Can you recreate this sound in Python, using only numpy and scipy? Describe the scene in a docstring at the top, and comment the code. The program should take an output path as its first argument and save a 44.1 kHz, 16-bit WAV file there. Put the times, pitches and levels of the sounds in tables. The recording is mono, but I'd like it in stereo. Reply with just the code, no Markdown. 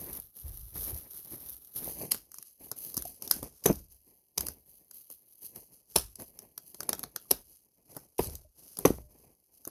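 """Boots crunch in dry forest litter first, close on the left of a phone's two microphone ports.
Then a hatchet trims a dead log: each blow is tearing noise, a thump through the log's resonances and
a ringing steel head, with chips pattering. Twigs snap as short noise bursts, dropped wood thuds as damped
sines, one squeak slides upward. Trunks return a faint tail of blows and snaps; gusts rumble on the ports."""
import sys
import numpy as np
from scipy import signal
from scipy.fft import rfft, irfft, next_fast_len
from scipy.io import wavfile
from scipy.ndimage import map_coordinates

SR = 44100
rng = np.random.default_rng(int(sys.argv[2]) if len(sys.argv) > 2 else 0)


def generate_wav(signal):
    """Clip the signal to [-1, 1] and save it as 16-bit WAV at the path in sys.argv[1]."""
    frames = np.transpose(np.atleast_2d(signal))
    scaled = np.clip(frames, -1, 1) * 32767
    pcm = np.round(scaled).astype(np.int16)
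    wavfile.write(sys.argv[1], SR, pcm)


N = 427769  # samples
LEAD = 64  # samples of silence ahead of each short sound

# Steel head of the hatchet. Each row: pitch in Hz, level in dB on top of the blow's ring, 60 dB decay in s.
STEEL_MODES = [(5400, -4, .07), (6160, -2, .14), (12130, -5, .32)]
# Splitting wood at the ports. Each row: frequency in Hz, relative density in dB.
CRACK_SPECTRUM = [(710, -34), (1200, -15.5), (2220, -26), (4330, -14), (4780, -11), (6360, -7.5),
                  (7570, -19), (11000, -2.5), (14600, -9), (16500, -39.5)]
# Hatchet blows. Each row: strike in seconds, crack level in dB before a 5 dB trim, thump peak in dB,
# ground boom in dB relative to the thump, splintering in s, chips in dB relative to the crack,
# low ring in dB, high ring in dB, brushing ahead of the strike in s.
BLOWS = [(2.115, -9.5, -36.5, -19.5, 0.0049, -19, -50, -45, 0.0056),
         (3.6574, -7.5, -10, -20.5, 0.0053, -27, -48.5, -28.5, .018),
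         (4.376, -12.5, -30, -11, 0.0055, -28.5, -54.5, -40, 0),
         (5.958, -8.5, -15.5, -21.5, 0.0051, -11.5, -25.5, -40.5, 0),
         (7.309, -6.5, -18.5, -30, 0.005, -25.5, -43.5, -46, 0.0001),
         (8.192, -25, -12.5, -16, 0.0044, -10, -51, -47, .01),
         (8.852, -10.5, -3, -29.5, 0.0053, -14.5, -51.5, -56, 0)]


def blows():
    """The edge tears fibres for some ms, thumps log and ground and rings the head; chips patter down."""
    out, t = np.zeros((2, N + SR)), np.arange(SR // 2) / SR
    patter = grit(count=600, spread_db=5, bed=1)
    for s, crack_db, thump_db, boom_db, tear_s, chips_db, low_db, high_db, brush_s in BLOWS:
        late = np.maximum(t - tear_s, 0)
        chips = amp(chips_db) * fade(late, .22) * np.resize(patter[round(s * SR):], len(t))
        opening = np.minimum(.3 + .7 * (t / tear_s) ** 2, 1)
        tearing = opening * (fade(late, .01) + chips)
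        # thick wood splits duller than twigs: dB per octave
        fibres = filtered(noise(t), lambda hz: amp(-2.5 * np.log2(hz + 100)))
        crack = amp(crack_db - 5) * tearing * coloured(fibres, CRACK_SPECTRUM)

        impact = noise(t) * (fade(t, .028) + .16 * fade(t, .15))
        force = filtered(impact, lambda hz: 1 / (1 + 1j * hz / 1500))
        thump = filtered(force, wood)
        boom_shape = (1 - np.exp(-t / .0073)) * fade(t, .5)
        boom = amp(boom_db) * boom_shape * coloured(noise(t), RUMBLE_SPECTRUM)
        body = amp(thump_db) * (thump / np.abs(thump).max() + boom)

        ring = np.zeros(len(t))
        for (hz, mode_db, t60_s), struck_db in zip(STEEL_MODES, (low_db, high_db, high_db)):
            ring += amp(struck_db + mode_db) * fade(late, t60_s) * np.sin(2 * np.pi * hz * late)
        add(out, s, ports(lead(crack + body + ring), 3.07))

        # on its way down the head brushes through twigs and bark
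        brush = amp(-33) * fade(t, .12) * (t < brush_s) * coloured(noise(t), CRACK_SPECTRUM)
        add(out, s - brush_s, ports(lead(brush), 2.2))
    return out[:, :N]


# The log's body. Each row: resonance in Hz, width in Hz, peak gain in dB.
LOG_MODES = [(76, 16, -15), (170, 38, -4), (259, 37, -3), (420, 100, -2.5), (600, 140, 0), (705, 650, -2.5),
             (1300, 1200, -19)]


def wood(hz):
    """Resonances of the log, each a band-pass peak with the sign alternating from mode to mode."""
    total = 0
    for k, (centre, width, db) in enumerate(LOG_MODES):
        damping = 1j * hz * width
        total = total + (-1) ** k * amp(db) * damping / (centre ** 2 - hz ** 2 + damping)
    return total


# The edge wrenched free. In order: start in seconds, length in s, first and last pitch in Hz before
# the wobble, level in dB before the wobble.
SQUEAK = (8.243, .04, 3900, 4500, -41)


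def squeak():
    """Steel slips in the cut at a rising, unsteady rate, with a strong octave."""
    s, length, from_hz, to_hz, db = SQUEAK
    bend = ((np.arange(N) / SR - s) / length).clip(0, 1) ** 2
    rate_hz = (from_hz + (to_hz - from_hz) * bend) * (1 + .02 * wobble(400))
    phase = 2 * np.pi * np.cumsum(rate_hz) / SR
    tone = np.sin(phase) + .5 * np.sin(2 * phase)
    return ports(amp(db + 3 * wobble(300)) * np.sin(np.pi * bend) * tone, 3)


# Log and loose wood dropping back on the ground. Each row: start in seconds, envelope peak of the push
# in dB, pitch in Hz, loss in nepers per cycle.
THUDS = [(2.975, -28, 247, 3.4), (3.053, -34, 703, 0.48), (1.335, -36.5, 300, 2.1), (1.877, -28.5, 610, 3),
         (2.035, -32, 575, 3), (3.428, -28.5, 318, 7.8), (3.701, -7.5, 300, 6.4), (3.707, -12, 269, 2.9),
         (4.486, -32.5, 307, 7), (7.034, -47.5, 730, 0.3), (7.254, -50.5, 1185, .5),
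         (8.446, -57, 613, 0.33), (8.905, -11.5, 308, 3.7), (8.985, -30, 487, 8.7),
         (8.99, -67.5, 602, .035), (9.672, -32.5, 353, 2.9)]


def thuds():
    """Wood lands as a damped sine: high loss leaves about one push, low loss rings for many cycles."""
    out, t = np.zeros((2, N + SR)), np.arange(SR // 3) / SR
    for s, db, hz, loss in THUDS:
        cycles = t * hz
        envelope = np.e * loss * cycles * np.exp(-loss * cycles)
        push = np.sin(2 * np.pi * cycles) * envelope
        add(out, s, ports(lead(amp(db) * (push + .12 * filtered(push, wood))), 16))
    return out[:, :N]


# Twigs snapping. Each row: snap in seconds, crack peak in dB before a 4 dB trim, knock in dB before
# a 0.5 dB trim and its own envelope.
SNAPS = [(0.7799, -28.5, -63), (0.7895, -32, -51), (2.145, -18, -40), (2.317, -27.5, -78),
         (2.3421, -24, -75), (2.384, -23.5, -70), (2.426, -25, -81), (2.7152, -12.5, -36),
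         (2.899, -30.5, -62), (2.9424, -21, -48), (2.9683, -11.5, -46), (2.976, -12, -62),
         (3.022, -17, -57.5), (3.052, -22, -60), (3.2222, -17, -42.5), (3.276, -20, -50),
         (3.3111, 2.5, -36), (3.4288, -17.5, -33), (3.727, -24, -46), (4.4074, -11.5, -40),
         (4.4669, -15, -55), (4.4847, -14, -46.5), (4.911, -30.5, -66), (5.101, -26.5, -50),
         (5.56, -29, -47), (6.1556, -22.5, -75), (6.199, -28, -49), (6.22, -21, -67), (6.3894, -22.5, -82),
         (6.42, -38, -64), (6.5775, -19, -49), (6.7448, -26, -51.5), (6.8049, -13.5, -51),
         (6.8311, -21.5, -53), (6.8916, -4, -29), (6.93, -5.5, -32), (6.9497, -22.5, -47.5),
         (6.9819, -28, -48), (6.9926, -18, -48), (7.031, -17.5, -47), (7.0367, -16.5, -46.5),
         (7.1608, -11.5, -43.5), (7.9492, -37, -50), (7.9665, -20, -35), (8.233, -34.5, -56.5),
         (8.297, -26, -53.5), (8.353, -18.5, -59), (8.77, -20.5, -51.5), (8.788, -10.5, -36),
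         (9.651, -20.5, -57), (9.6752, -14.5, -42)]


def snaps():
    """Each twig creaks up to a very short bright crack and gives a dull knock."""
    out, t = np.zeros((2, N + SR)), np.arange(SR // 8) / SR
    tilt_db, = curves(WALKER_PLACE)
    bend_s = .004  # creak before the break
    late = np.maximum(t - bend_s, 0)
    rise = amp(60 * (t - bend_s) / .003)
    shape = np.minimum(rise, fade(late, .011) + .06 * fade(late, .05))
    for s, crack_db, knock_db in SNAPS:
        thin_db = rng.normal(0, 2)  # thinner twigs snap brighter: dB per octave
        fibres = filtered(noise(t), lambda hz: amp(thin_db * np.log2((hz + 100) / 8000)))
        crack = shape * coloured(fibres, CRACK_SPECTRUM)
        crack = amp(crack_db - 4) * crack / np.abs(crack).max()
        knock_shape = t / .0027 * fade(t, .03)
        knock = amp(knock_db - .5) * knock_shape * coloured(noise(t), TREAD_SPECTRUM)
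        add(out, s + .001 - bend_s, ports(lead(crack + knock), tilt_db[round(s * SR)]))
    return out[:, :N]


# Crackle as the ports colour it. Each row: frequency in Hz, relative density in dB.
CRACKLE_SPECTRUM = [(710, -51.5), (1200, -15.5), (2220, -32), (2890, -19.5), (3840, -16), (4940, -16),
                    (6290, -14.5), (7740, -30.5), (8830, -17.5), (11700, 0), (14800, -13.5), (16000, -26),
                    (16500, -62.5)]
# Tread on soft ground. Each row: frequency in Hz, relative density in dB.
TREAD_SPECTRUM = [(53, -27), (90, -14.5), (119, -7.5), (452, -9.5), (505, -11.5), (695, -13), (1070, -15.5),
                  (2500, -29), (3250, -43.5), (5500, -120)]
# Where the walker is. Each row: time in seconds, treble tilt toward the left port in dB.
WALKER_PLACE = [(0, 15.5), (.4, 18), (1.85, 16), (2.1, 8.5), (2.5, 6.5), (2.65, 14), (3.08, 12.5),
                (3.16, 6.5), (3.75, 2), (4.05, 11), (5.3, 14), (6, 3), (6.3, 11), (8.4, 4), (9.7, 7)]
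# Footfalls, scuffs and jolts of the log. Each row: start in seconds, length in s, crunch level in dB,
# tread level in dB.
STIRS = [(0, 0.18, -43.5, -48.5), (.365, 0.86, -51, -63), (.76, 0.14, -39.5, -50), (.85, .15, -47, -49.5),
         (1.11, 0.2, -49, -60.5), (1.32, 0.12, -48, -51), (1.47, 0.056, -47, -56.5),
         (1.62, 0.12, -60.5, -71.5), (1.76, 0.099, -41.5, -50), (1.87, 0.17, -43, -47),
         (2.12, 0.028, -50.5, -60), (2.35, 0.013, -54, -70), (2.46, 0.0057, -51.5, -97),
         (2.61, 0.07, -53.5, -62), (2.77, 0.14, -47, -63), (2.97, 0.14, -47.5, -56.5),
         (3.24, 0.087, -44.5, -59), (3.32, 0.039, -42.5, -49.5), (3.43, 0.013, -46, -47.5),
         (3.55, 0.095, -61.5, -74), (3.67, 0.0097, -36.5, -36), (3.91, 0.0091, -57, -93),
         (4.07, 0.024, -63, -73), (4.39, 0.089, -50, -49.5), (4.68, 0.09, -62, -73),
         (4.94, 0.034, -50.5, -74.5), (5.11, 0.023, -57, -73.5), (5.28, 0.14, -63.5, -83),
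         (5.43, 0.0075, -45, -64.5), (5.56, 0.012, -50, -58), (5.73, 0.0083, -56, -68.5),
         (5.905, 0.16, -55, -67), (6.2, 0.0073, -50, -52.5), (6.35, 0.11, -62, -64.5),
         (6.6, 0.92, -61, -71.5), (6.8, 0.11, -57, -58.5), (6.91, 0.14, -59.5, -55.5),
         (7.15, 0.15, -67, -70.5), (7.31, 0.016, -48, -53), (7.45, 0.077, -60, -101),
         (7.78, 0.21, -137, -77.5), (7.9, 0.13, -58.5, -64.5), (8.215, 0.051, -41, -46),
         (8.585, 0.36, -52.5, -71), (8.81, 0.021, -47, -51), (8.875, 0.038, -47, -47),
         (9.1, 0.13, -67, -66.5), (9.24, 0.019, -84, -58.5), (9.53, 0.2, -66, -79)]
CRUNCH_FADE_DB_PER_S, TREAD_FADE_DB_PER_S = 174.5, 203  # after each stir
STILL_CRUNCH_DB, STILL_TREAD_DB = -72.5, -81.5  # the forest floor at rest


def litter():
    """Needles and cones break in dense spiky grains; the same steps push the soft ground and shake it."""
    crunch_gain = amp(STILL_CRUNCH_DB) + swells(STIRS, column=2, fade_db_per_s=CRUNCH_FADE_DB_PER_S)
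    tread_gain = amp(STILL_TREAD_DB) + swells(STIRS, column=3, fade_db_per_s=TREAD_FADE_DB_PER_S)
    flutter = amp(1.5 * wobble(25) + 1.5 * wobble(90))
    grains = unit(flutter * grit(count=500, spread_db=5.5, bed=1.3))
    # grains lie spread out, so each port also hears its own share
    crunch = grains * (.3 * rng.standard_normal(N) + rng.standard_normal((2, N)))
    lumps = amp(3.4 * wobble(30) + 2.5 * wobble(120))
    steps = lumps * (rng.standard_normal(N) + .4 * rng.standard_normal((2, N)))
    shake = amp(-7.5) * coloured(rng.standard_normal(N), RUMBLE_SPECTRUM)
    tread = tread_gain * (coloured(steps, TREAD_SPECTRUM) + shake)
    # the walker moves between a place close at the left, all fizz, and a fuller one straight ahead
    left = np.clip((curves(WALKER_PLACE)[0] - 3) / 13, 0, 1)
    near = crunch_gain * coloured(crunch, CRACKLE_SPECTRUM) + tread
    ahead = crunch_gain * coloured(crunch, CRACK_SPECTRUM) + tread
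    return ports(near * np.sqrt(left), 17.91) + ports(ahead * np.sqrt(1 - left), 3.3)


# Scattering between the trees. Each row: frequency in Hz, 60 dB decay in s.
TRUNK_DECAY = [(100, 0.38), (400, 0.1), (3000, 0.22), (12000, 0.028)]


def trunks(x):
    """Trees and ground scatter a sound back as decaying noise; every frequency dies at its own speed."""
    hz, t, grid = signal.stft(rng.standard_normal((2, SR // 2)), SR, nperseg=256)
    decay = fade(t, along(TRUNK_DECAY, hz)[:, None])
    tail = signal.istft(grid * decay, SR, nperseg=256)[1]
    delayed = np.pad(x, ((0, 0), (300, 0)))  # samples
    return signal.fftconvolve(delayed, tail / np.linalg.norm(tail[0]), axes=1)[:, :N]


# Low rumble of wind and ground. Each row: frequency in Hz, relative density in dB.
RUMBLE_SPECTRUM = [(12, -47.5), (20, -6), (42, 1), (59, 5), (78, -0.5), (160, -19.5), (210, -43.5),
                   (350, -120)]
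# Gusts on the ports. Each row: start in seconds, length in s, level in dB.
GUSTS = [(0, 0.23, -47.5), (.45, 0.076, -33.5), (.55, 0.11, -41), (.73, .12, -43), (.925, 0.01, -31.5),
         (1.42, 0.15, -62), (2.97, .05, -46), (3.39, .06, -50.5), (9.0, 0.055, -46.5)]
GUST_FADE_DB_PER_S = 257.5


def wind():
    """Short gusts rumble in lumps, partly different on each port."""
    lumps = amp(3.2 * np.array([wobble(23.45), wobble(14.0)]))
    a, b = lumps * rng.standard_normal((2, N))
    gain = swells(GUSTS, column=2, fade_db_per_s=GUST_FADE_DB_PER_S)
    return gain * coloured(np.array([a + 2.2 * b, a - .23 * b]), RUMBLE_SPECTRUM)


# Shading between the two ports. Each row: frequency in Hz, share of the left-right tilt.
PORT_SHADE = [(100, 0.38), (1200, 0.074), (3000, 0.05), (8000, 0.82), (15000, 0.98)]


def ports(x, tilt_db):
    """Tilt brightens the left port, early above 10 dB and late below.

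    Each sound reaches the two ports with its own random treble phase."""
    side = np.array([[.5], [-.5]])  # left, right
    lag_s = (22 - 2.2 * tilt_db) / SR  # left behind right
    knots = rng.standard_normal((2, 25))

    def response(hz):
        random_phase = np.array([np.interp(hz, np.linspace(0, SR / 2, k.size), k) for k in knots])
        turn = 1.5 * random_phase * hz ** 2 / (hz ** 2 + 2500 ** 2) - 2 * np.pi * hz * side * lag_s
        bass_db = 5 / (1 + (hz / 2500) ** 2)  # fuller on the right
        return amp(side * (along(PORT_SHADE, hz) * tilt_db - bass_db)) * np.exp(1j * turn)
    return filtered(x, response)


RISE_DB_PER_S, SAG_DB_PER_S = 800, 15  # before each row's start, and while it lasts


def swells(rows, column, fade_db_per_s):
    """Gain over time: each row rises fast, sags while it lasts and fades; their powers add."""
    t = np.arange(0, N + 64, 64) / SR
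    s, length, db = (np.array(rows)[:, k, None] for k in (0, 1, column))
    rise = RISE_DB_PER_S * (s - t).clip(0)
    sag = SAG_DB_PER_S * (t - s).clip(0, length)
    fall = fade_db_per_s * (t - s - length).clip(0)
    return np.interp(np.arange(N) / SR, t, np.linalg.norm(amp(db - rise - sag - fall), axis=0))


def grit(count, spread_db, bed):
    """An envelope of rms 1: about count spiky grains a second on a steady bed."""
    spikes = (rng.random(N) < count / SR) * amp(spread_db * rng.standard_normal(N))
    grains = signal.fftconvolve(spikes, fade(np.arange(300) / SR, .004))[:N]
    return unit(bed + unit(grains))


def amp(db):
    """Amplitude of a level in dB."""
    return 10 ** (np.asarray(db) / 20)


def fade(t, t60_s):
    """Exponential decay by 60 dB in t60_s."""
    return amp(-60 * t / t60_s)


def noise(t):
    """White noise as long as t."""
    return rng.standard_normal(len(t))


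def unit(x):
    """x scaled to rms 1."""
    return x / np.sqrt(np.mean(x ** 2) + 1e-20)


def along(points, hz):
    """(Hz, value) points read on a log frequency axis."""
    f, v = np.transpose(points)
    return np.interp(np.log(hz + 1), np.log(f + 1), v)


def curves(rows):
    """One value per sample for each column after the time."""
    s, *cols = np.transpose(rows)
    return [np.interp(np.arange(N) / SR, s, c) for c in cols]


def wobble(rate):
    """A smooth random curve, rate knots a second."""
    knots = rng.standard_normal(int(N * rate / SR) + 4)
    return map_coordinates(knots, [np.arange(N) * rate / SR])


def filtered(x, response):
    """x times a complex response of frequency."""
    m = next_fast_len(x.shape[-1] + 4096)
    return irfft(rfft(x, m) * response(np.fft.rfftfreq(m, 1 / SR)), m)[..., :x.shape[-1]]


def coloured(x, spectrum):
    """x shaped by a spectrum table, at rms 1."""
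    return unit(filtered(x, lambda hz: amp(along(spectrum, hz))))


def lead(x):
    """Silence ahead of x, so that a port may hear it early."""
    return np.pad(x, (LEAD, 0))


def add(out, s, pair):
    """Mix a short stereo sound, which carries its lead, in at time s."""
    k = round(s * SR) - LEAD
    out[:, k:k + pair.shape[1]] += pair


def scene():
    """Hatchet work and twigs with their scattered tail, over the litter and the wind."""
    chops = blows() + thuds() + squeak()
    twigs = snaps()
    scattered = trunks(amp(-18.5) * chops + amp(-15.5) * twigs)
    return chops + twigs + scattered + litter() + wind()


def record(dry):
    """The phone thins the deepest bass and keeps nothing above its band limit."""
    thinned = filtered(dry, lambda hz: (1j * hz / (40 + 1j * hz)) ** 2)
    return filtered(thinned, lambda hz: hz < 16800)


dry = scene()
out = record(dry)
generate_wav(out)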